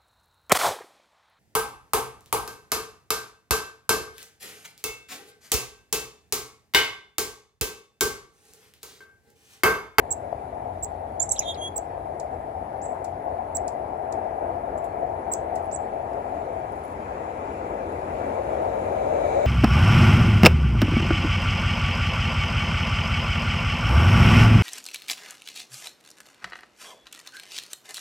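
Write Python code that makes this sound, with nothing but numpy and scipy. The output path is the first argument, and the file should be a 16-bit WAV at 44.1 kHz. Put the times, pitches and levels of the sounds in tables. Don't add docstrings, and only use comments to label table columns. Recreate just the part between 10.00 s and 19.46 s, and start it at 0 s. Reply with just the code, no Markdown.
import sys
import numpy as np
from scipy import signal
from scipy.fft import rfft, irfft, next_fast_len
from scipy.io import wavfile
from scipy.ndimage import uniform_filter1d, map_coordinates

SR = 44100
rng = np.random.default_rng(int(sys.argv[2]) if len(sys.argv) > 2 else 0)


def boost_factor(decibels):
    exponent = np.asarray(decibels, float) / 20
    return 10 ** exponent


def master(y):
    cut = np.clip(np.atleast_2d(y).T, -1, 1)
    pcm = np.round(cut * 32767)
    wavfile.write(sys.argv[1], SR, pcm.astype(np.int16))


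N = 417186


def unit(x):
    return x / np.sqrt(np.mean(x ** 2) + 1e-20)


def along(points, hz):
    f, v = np.transpose(points)
    return np.interp(np.log(hz + 1), np.log(f + 1), v)


def curves(rows, t):
    s, *cols = np.transpose(rows)
    return [np.interp(t, s, c) for c in cols]


def wobble(rate):
    knots = rng.standard_normal(int(N * rate / SR) + 4)
    return map_coordinates(knots, [np.arange(N) * rate / SR])


def filtered(x, response):
    m = next_fast_len(x.shape[-1] + SR // 4)
    y = irfft(rfft(x, m) * response(np.fft.rfftfreq(m, 1 / SR)), m)
    return y[..., :x.shape[-1]]


def resonance(f, hz, width_hz):
    return 1j * f * width_hz / (hz ** 2 - f * f + 1j * f * width_hz)


def rush(spectrum, alike, patchy_db, lag=lambda hz: 0 * hz):
    z = signal.stft(rng.standard_normal((2, N)), nperseg=512)[2]
    field = uniform_filter1d(rng.standard_normal(z.shape[1:]), size=4, axis=0)
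    field = uniform_filter1d(field, size=8, axis=1)
    pair = signal.istft(z * boost_factor(patchy_db * unit(field)), nperseg=512)[1][:, :N]
    m = next_fast_len(N)
    hz = np.fft.rfftfreq(m, 1 / SR)
    turn = np.arccos(np.clip(along(alike, hz), -1, 1)) / 2
    mid, side = rfft(pair, m) * boost_factor(along(spectrum, hz)) * [np.cos(turn), np.sin(turn)]
    shift = np.exp(-.5j * np.outer([1, -1], lag(hz)))
    return unit(irfft([mid + side, mid - side] * shift, m)[:, :N])


def from_right(hz):
    return 2 * np.pi * hz * 0.00043


def car_levels():
    t = np.arange(N) / SR
    # time_s, distance_m
    distances = [(0, 49), (2.5, 74), (5.4, 40), (6.2, 23), (7.2, 15.1), (9.46, 8.94)]
    # time_s, level_db
    bank_rows = [(0, -37.5), (7.4, -31), (7.95, -21), (8.2, -9.5), (8.8, -5.5), (9.25, -2.5), (9.46, -1.5)]
    near_db = -20 * np.log10(curves(distances, t)[0] / 10)
    body_db = near_db + curves(bank_rows, t)[0]
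    return near_db, body_db, boost_factor(0.39 * body_db)


def rumble(spill):
    # freq_hz, density_db (per Hz)
    bass = [(15, -53), (25, -20), (56, 3), (70, -0.5), (87, 5), (104, -4), (146, -4.5), (177, -11.5),
            (227, -12.5), (260, -12.5), (340, -31), (570, -120)]
    return (boost_factor(-46) + boost_factor(-44) * spill) * rush(bass, [(30, 0.96), (250, 0.99)], patchy_db=0.5)


def far_road(spill):
    # time_s, level_db
    swell = [(0, -44), (2.5, -39), (4.2, -37), (5.4, -36), (6.3, -39), (7.2, -46.5), (9.46, -65)]
    # freq_hz, density_db (per Hz)
    roar = [(120, -55.5), (200, -8), (340, -2.5), (520, -0.5), (700, 5), (880, 0.5), (1050, -9.5),
            (1400, -17), (2100, -22.5), (3000, -37.5), (5000, -60), (9000, -120)]
    # freq_hz, coherence (0-1)
    roar_alike = [(200, 1), (350, 1), (520, 1), (700, 0.79), (950, 0.09), (1350, 0.5), (3500, 0.91),
                  (5000, 0.4)]
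    road_db, = curves(swell, np.arange(N) / SR)

    def lag(hz):
        return from_right(hz) / (1 + np.exp(np.clip((480 - hz) / 90, -50, 50)))

    level = (boost_factor(road_db) + boost_factor(-36.5) * spill) * boost_factor(0.76 * wobble(8))
    return level * rush(roar, roar_alike, patchy_db=1.44, lag=lag)


def car_tyres(near_db):
    # freq_hz, density_db (per Hz)
    tyre_roar = [(100, -31.5), (200, -6.5), (350, -3.5), (520, 0.5), (700, -8), (880, -4.5), (1200, -12),
                 (1750, -21.5), (2400, -21), (3000, -33), (5000, -41.5), (7500, -38.5), (10000, -65.5),
                 (13000, -120)]
    # freq_hz, coherence (0-1)
    tyre_alike = [(200, 0.97), (400, 1), (850, 0.81), (1300, 0.48), (2300, 0.2), (5000, 0.13)]
    noise = rush(tyre_roar, tyre_alike, patchy_db=1.64,
                 lag=lambda hz: from_right(hz) / (1 + (400 / (hz + 1)) ** 4))
    return boost_factor(-33.5 + near_db + 0.56 * wobble(7)) * noise


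def car_body(body_db):
    # freq_hz, density_db (per Hz)
    body_bands = [(200, -38.5), (300, -13), (430, 0), (560, 10), (680, -0.5), (850, -23), (1200, -41),
                  (1750, -37), (2100, -29), (2280, -20), (2550, -34.5), (3200, -47), (3850, -31),
                  (4400, -44.5), (5300, -48.5), (6500, -36.5), (9000, -51.5), (13000, -120)]
    # freq_hz, coherence (0-1)
    body_alike = [(200, .92), (450, 0.8), (850, 0.9), (1400, .5), (2300, 0.5), (7000, 0.1)]
    # time_s, level_db
    clearing = [(0, -30), (8.95, -22.5), (9.15, -9), (9.3, 1), (9.46, 1.5)]
    noise = rush(body_bands, body_alike, patchy_db=0.0,
                 lag=lambda hz: from_right(hz) + .5 * (hz > 450) * (hz < 1000))
    drone = boost_factor(-26 + body_db) * noise
    bright = filtered(drone, lambda hz: hz > 1800)
    return drone + boost_factor(curves(clearing, np.arange(N) / SR)[0]) * bright


def tree_hiss(spill):
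    # freq_hz, density_db (per Hz)
    leaf_noise = [(1500, -16.5), (3000, 9.5), (4500, 5), (7000, -1.5), (12300, 1.5), (13300, 0),
                  (14300, -23.5), (15000, -120)]
    return (boost_factor(-69.5) + boost_factor(-65.5) * spill) * rush(leaf_noise, [(3000, 0.18), (6000, 0.038)], patchy_db=2.0)


def traffic():
    near_db, body_db, spill = car_levels()
    rolling = car_body(body_db) + far_road(spill) + car_tyres(near_db)

    def ground(hz):
        delay = np.exp(-2j * np.pi * hz * 3.008 / 1000)
        return 1 + 0.17 * delay / (1 + (1100 / (hz + 1)) ** 4)

    return rumble(spill) + filtered(rolling, ground) + tree_hiss(spill)


def sing(rows, second_db, third_db, tilt_db=0, fourth_db=-80, purer=0):
    start, stop = round(rows[0][0] * SR), round(rows[-1][0] * SR)
    times = np.arange(start, stop) / SR
    *pitches, db = [uniform_filter1d(c, size=30) for c in curves(rows, times)]
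    flow = sum(np.sin(2 * np.pi * np.cumsum(hz) / SR) for hz in pitches)
    slack_db = tilt_db * np.minimum(np.log2(7500 / pitches[0]), .55)
    slack_db = slack_db + purer * (db.max() - db)
    bent = flow + 2 * boost_factor(second_db + slack_db) * flow ** 2
    bent = bent + 4 * boost_factor(third_db) * (flow ** 3 - 1.2 * flow)
    bent = bent + 8 * boost_factor(fourth_db) * (flow ** 4 - flow ** 2)
    return start, np.sqrt(2) * boost_factor(db) * bent * signal.windows.tukey(len(db), .08)


def add(bus, note, pan_db, echo_db, lag_us=47):
    start, sound = note
    late = lambda hz: np.exp(-2j * np.pi * np.outer([.5, -.5, 0], hz) * lag_us / 1045000.0)
    gains = boost_factor([[pan_db / 2], [-pan_db / 2], [echo_db]])
    bus[:, start:start + len(sound)] += gains * filtered(sound, late)


def call(bus, shape, event, voice, law, third_db, lag_us=47, fade_db=0):
    s, effort, db, pan_db, echo_db = event
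    lean_db, drop_db, second_db, tilt_db = voice
    longer, higher = law
    stretch, pitch = effort ** longer, np.clip(effort ** higher, .94, 1.03)
    rows = []
    for k, (ms, hz, level) in enumerate(shape):
        steps_down = k + 4 - len(shape)
        level = level + lean_db * (ms / shape[-1][0] - .5)
        level = level + drop_db * (steps_down >= 0) + fade_db * max(steps_down, 0)
        rows.append((s + ms * stretch / 1000, hz * pitch, db + level))
    add(bus, sing(rows, second_db, third_db, tilt_db), pan_db, echo_db, lag_us)


def seets(near):
    # time_ms, pitch_hz, level_db
    seet_shape = [(0, 7200, -33), (2, 7330, -8.5), (6.14, 7520, -5.5), (11.84, 7680, -2), (18.8, 7760, -5),
                  (20.96, 7910, 0), (23.3, 5670, -3.5), (23.13, 4500, -12), (24.2, 2800, -29)]
    # start_s, effort (1 = usual), level_db, left_right_db, echo_db
    seet_calls = [
        (.105, 0.99, -20.5, -1.5, -14),
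        (0.825, 0.99, -25.5, -1.5, -16),
        (1.759, 1.002, -26.5, 0.5, -12.5),
        (3.548, 1.003, -25.5, -3, -14.5),
        (5.3155, 1, -25, 1, -8),
    ]
    # lean_db over the note, drop_db extra, overtone_db, tilt_db per octave of slackening
    seet_voices = [(2.5, -1, -15.5, -10), (-0.5, -3, -13, -23.5), (-9, 6, -12, -10.5), (-6, 2, -12, 0),
                   (-5.5, 6, -16, 3)]
    seet_lags = [27, 38, 46, 27, 50]
    seet_fades = [-8.5, -2.5, -4.5, -1, -0.5]
    for event, voice, lag_us, fade_db in zip(seet_calls, seet_voices, seet_lags, seet_fades):
        call(near, seet_shape, event, voice, (2.1, 0.99), -34, lag_us, fade_db)


def stroke(s, ms, from_hz, to_hz, db):
    peak = 0.53 if to_hz < from_hz else 0.577
    return [(s + u * ms / 1000, from_hz * (to_hz / from_hz) ** u, db + edge_db)
            for u, edge_db in [(0, -19), (peak, 0), (1, -12)]]


def hook(s, swell_ms, from_hz, held_hz, db, drop_db):
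    top = s + (swell_ms + 1.9) / 1000
    halfway_db = -3 if held_hz > from_hz else -12.5
    rows = [(s, from_hz, db - 28),
            (s + swell_ms / 2000, .3 * from_hz + .7 * held_hz, db + halfway_db),
            (s + swell_ms / 1000, held_hz, db)]
    for ms in np.linspace(0, 5.4, num=12):
        hz = 4700 + (held_hz * 1.11 - 4700) / (1 + (ms / 1.92) ** 2.03)
        rows.append((top + ms / 1000, hz, db - 0.5 + drop_db - 9.5 * max(ms - 1.8, 0)))
    return rows


def gargle(near, low, buzz):
    # start_s, length_ms, from_hz, to_hz, peak_db
    stroke_rows = [(1.197, 11.8, 6650, 7030, -19.5), (1.2917, 3.3, 5300, 7300, -28),
                   (1.2985, 4, 5600, 6800, -36), (1.325, 14, 4700, 3295, -50),
                   (1.35, 7.97, 3600, 2500, -50), (1.361, 4.7, 4680, 3090, -32),
                   (1.3658, 4, 4260, 3110, -39), (1.368, 18, 4000, 2790, -44),
                   (1.382, 7.4, 5320, 5800, -33), (1.404, 13, 3300, 1950, -45), (1.41, 6, 4720, 3360, -46),
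                   (1.4185, 5.9, 2800, 1860, -42), (1.4226, 4, 4470, 3240, -41),
                   (1.43, 4.7, 4480, 3020, -40), (1.437, 5, 4120, 3000, -42),
                   (1.4445, 3.6, 4300, 3510, -41), (1.5435, 4.5, 5900, 4200, -43),
                   (1.5442, 4.06, 4620, 3400, -38), (1.5435, 3.3, 4300, 2900, -43),
                   (1.551, 3.7, 4330, 3100, -45), (1.5565, 4.4, 3300, 2200, -48),
                   (1.568, 7, 3400, 2090, -53), (1.563, 5, 2580, 1900, -48), (1.549, 5, 4560, 3700, -41),
                   (1.554, 8.1, 4400, 2330, -49), (1.559, 11, 4000, 2100, -55)]
    # start_s, swell_ms, from_hz, held_hz, peak_db
    hook_rows = [
        (1.208, 20, 7140, 7370, -23.5),
        (1.303, 14.4, 8100, 7410, -19),
        (1.391, 1.5, 6120, 6280, -18),
    ]
    # drop_db extra, overtone_db, tilt_db per octave, echo_db
    hook_voices = [(-2.5, -40, 75, -4.5), (1, -35.5, 90, -4), (0, -37.5, 65, -9)]
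    hook_pans = [-7.5, -3.5, -7]
    hook_lags = [18, 19, 77]
    # time_s, pitch_hz, level_db
    arch_rows = [(1.2908, 7100, -40.5), (1.2925, 8300, -32.5), (1.2945, 9000, -30.5), (1.297, 9100, -28.5),
                 (1.3005, 8900, -38), (1.3045, 8140, -35)]
    # time_s, pitch_hz, level_db
    croak_rows = [(1.197, 3470, -44), (1.199, 3500, -34.5), (1.2015, 3440, -46), (1.2045, 3500, -41.5),
                  (1.207, 3480, -49), (1.222, 3500, -60)]
    # time_s, low_hz, high_hz, level_db
    buzz_rows = [(1.441, 3390, 3784, -58), (1.45, 3280, 3690, -55), (1.462, 3265, 3560, -47),
                 (1.472, 3256, 3600, -46), (1.485, 3296, 3620, -40), (1.5, 3274, 3660, -40.5),
                 (1.515, 3290, 3610, -43), (1.526, 3250, 3540, -52), (1.537, 3320, 3560, -55)]
    # time_s, pitch_hz, level_db
    whistle_rows = [(1.572, 3380, -52), (1.586, 3245, -47), (1.6, 3240, -48), (1.61, 3290, -44),
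                    (1.618, 3230, -34), (1.63, 3266, -33), (1.662, 3287, -32.5), (1.682, 3340, -38),
                    (1.692, 3360, -56)]
    for row in stroke_rows:
        if row[2] > 5100:
            add(near, sing(stroke(*row), second_db=-30, third_db=-45), pan_db=-10, echo_db=-7)
        else:
            add(low, sing(stroke(*row), second_db=-15, third_db=-33), pan_db=-5, echo_db=-1.5)
    for row, voice, pan_db, lag_us in zip(hook_rows, hook_voices, hook_pans, hook_lags):
        drop_db, second_db, tilt_db, echo_db = voice
        note = sing(hook(*row, drop_db), second_db, third_db=-47.0, tilt_db=tilt_db)
        add(near, note, pan_db, echo_db, lag_us)
    add(near, sing(arch_rows, second_db=-40, third_db=-48), pan_db=-3.5, echo_db=-6.5)
    add(low, sing(croak_rows, second_db=-33.0, third_db=-8), pan_db=-1.5, echo_db=-8, lag_us=30)
    add(buzz, sing(buzz_rows, second_db=-28.0, third_db=-30, fourth_db=-45.5),
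        pan_db=-14.5, echo_db=-2.5, lag_us=72)
    add(near, sing(whistle_rows, second_db=-19, third_db=-21.5, fourth_db=-45, purer=.7),
        pan_db=-4.0, echo_db=-7, lag_us=59)


def chips(near):
    # time_ms, pitch_hz, level_db
    chip_shape = [(0, 6700, -25), (2, 8900, -12), (4, 8500, -0.5), (5.5, 7600, -1), (7, 6900, 2.5),
                  (8.4, 4600, -1), (9.4, 4000, -13), (10.6, 2700, -20), (12, 1900, -24)]
    # start_s, effort (1 = usual), level_db, left_right_db, echo_db
    chip_calls = [
        (2.1942, .97, -40.5, -4, -5.5),
        (3.0397, .99, -45.5, 5, 0.5),
        (3.6734, 1.03, -37.5, -3.5, -5),
        (4.1199, .96, -48, -17, -0.5),
        (5.5502, .985, -51, 6.5, 7.5),
    ]
    # lean_db over the note, drop_db extra, overtone_db, tilt_db per octave of slackening
    chip_voices = [(0, 0, -16.5, 9), (0, 0, -11, 5), (0, 0, -15, 9), (0, 2, -10.5, 5), (0, 0, -8.5, 3)]
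    for event, voice in zip(chip_calls, chip_voices):
        call(near, chip_shape, event, voice, (3, 0.84), -24)


def longs(far):
    # time_ms, pitch_hz, level_db
    long_shape = [(0, 3900, -18), (3, 6900, -4.5), (6.97, 7230, -6), (15.1, 7500, -3), (26.9, 7780, -6.5),
                  (35.9, 7850, -5), (38.5, 7200, -3), (42.5, 5100, -24)]
    # start_s, effort (1 = usual), level_db, left_right_db, echo_db
    long_calls = [(2.326, 0.5, -77.5, -1, 8), (2.4, .5, -79, -3, 9), (2.814, 1.1, -52, -10, 10.5),
                  (4.7755, 0.23, -56, -9, 9), (4.843, .3, -58, -10, 2), (5.712, 1.3, -44, -16, 3)]
    # lean_db over the note, drop_db extra, overtone_db, tilt_db per octave of slackening
    long_voices = [(0, 0, -52, 9), (0, 0, -52, 9), (0, 2.5, -36, -9), (0, -6, -45, 9), (0, -2, -45, 9),
                   (0, -2, -58, 9)]
    for event, voice in zip(long_calls, long_voices):
        call(far, long_shape, event, voice, (0.89, 0.0044), -45)


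def outdoors(bus, t60):
    # delay_ms, left_db, right_db
    wall_echoes = [(3.6, -14, -15.5), (10.4, -21, -11.5), (16, -28.5, -17)]
    t = np.arange(SR // 3) / SR
    trunks, twigs = rng.standard_normal((2, 2, len(t)))
    dull = signal.butter(2, 10430, fs=SR)
    tail = signal.lfilter(*dull, trunks) * boost_factor(-60 * t / t60) + 3.3 * twigs * boost_factor(-60 * t / 0.051)

    def copies(hz):
        echoes = sum(boost_factor([[left], [right]]) * np.exp(-2j * np.pi * hz * ms / 1000)
                     for ms, left, right in wall_echoes)
        return 1 + (resonance(hz, 7350, 1300) ** 2 + 0.26) * echoes

    gap = lambda hz: 1 - 0.2 * np.exp(-((hz - 5550) / 1100) ** 2)
    trees = signal.oaconvolve(filtered(bus[2:], gap), tail / np.linalg.norm(tail[0]), axes=1)
    return filtered(bus[:2], copies) + trees[:, :bus.shape[1]]


def chickadees():
    n = round(6.4 * SR)
    near, far, low, buzz = np.zeros((4, 3, n))
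    seets(near)
    gargle(near, low, buzz)
    chips(near)
    longs(far)
    far[:2] *= boost_factor(6.5 * np.array([wobble(260), wobble(260)])[:, :n])
    rasp = wobble(220)[:n]
    close = near + low * boost_factor(6.5 / 2 * rasp) + buzz * boost_factor(.8 * rasp)
    heard = outdoors(close, t60=0.2) + outdoors(far, t60=0.31)
    return filtered(np.pad(heard, [(0, 0), (0, N - n)]), lambda hz: 1 / (1 + (1700 / (hz + 1)) ** 8))


def knocks():
    # start_s, level_db
    blow_rows = [
        (.3275, 3.5),
        (.346, -7.5),
        (1.9785, -1),
    ]
    blows = np.zeros(N)
    for s, db in blow_rows:
        blows[round(s * SR)] = -boost_factor(db + 15.0)

    def hollow(f):
        modes = resonance(f, 652, 440) ** 3 + 0.26 * resonance(f, 472, 318) ** 2
        modes = modes + 0.072 * resonance(f, 1600, 700)
        return modes / (1 + 1j * f / 700)

    return boost_factor([[0], [-4]]) * filtered(blows, hollow)


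def wings():
    # start_s, peak_db
    flicks = [(4.7765, -52), (4.8408, -45), (5.622, -55), (5.64, -59), (5.654, -57), (6.7194, -52),
              (6.756, -50), (6.7925, -57), (6.8349, -47), (6.8494, -54), (6.8765, -51), (6.8994, -51),
              (6.9134, -53), (8.1889, -62)]
    t, level = np.arange(SR // 10) / SR, np.zeros(N + SR)
    for s, db in flicks:
        puff = boost_factor(db - 8.5 - 60 * t / 0.089) * (1 - np.exp(-t / 0.001))
        level[round(s * SR):][:len(t)] += puff
    spectrum = [(1200, -32), (3000, -10), (6000, -16), (10000, -12), (12800, -6), (14500, -31), (16000, -120)]
    return level[:N] * rush(spectrum, [(3000, 0.29)], patchy_db=-5.0)


def claws():
    # start_s, level_db
    tick_rows = [
        (5.7205, -49),
        (6.134, -51),
    ]
    t, tick = np.arange(SR // 50) / SR, np.zeros(N)
    for s, db in tick_rows:
        envelope = boost_factor(db + 12 - 60 * t / 0.006) * (1 - np.exp(-t / .0004))
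        tick[round(s * SR):][:len(t)] = envelope * rng.standard_normal(len(t))
    return filtered(tick, lambda f: resonance(f, 5400, 3200) ** 2)


def scene():
    return traffic() + chickadees() + knocks() + wings() + claws()


def low_pass(x):
    return signal.sosfilt(signal.butter(12, 16980, fs=SR, output="sos"), x)


def record(dry):
    # freq_hz, gain_db
    left_colour = [(170, 1.5), (330, 3), (520, 4), (700, 12), (870, 7.5), (1050, 4), (1750, 6), (2100, 4),
                   (3400, -1), (8100, -0.5), (8900, -2), (10300, 14), (11800, 0.5), (13200, -5.5),
                   (15300, 1.5)]
    # freq_hz, gain_db
    right_colour = [(3000, 0), (6000, -1), (7400, 3), (8500, 1), (9250, -28.5), (10000, -21), (12900, -5.5),
                    (15300, -17)]

    def response(hz):
        colour = boost_factor([along(left_colour, hz), along(right_colour, hz)])
        return colour * (hz < 15900) / (1 + (36 / (hz + 1)) ** 4)

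    return low_pass(filtered(dry, response))


dry = scene()
out = record(dry)
master(out)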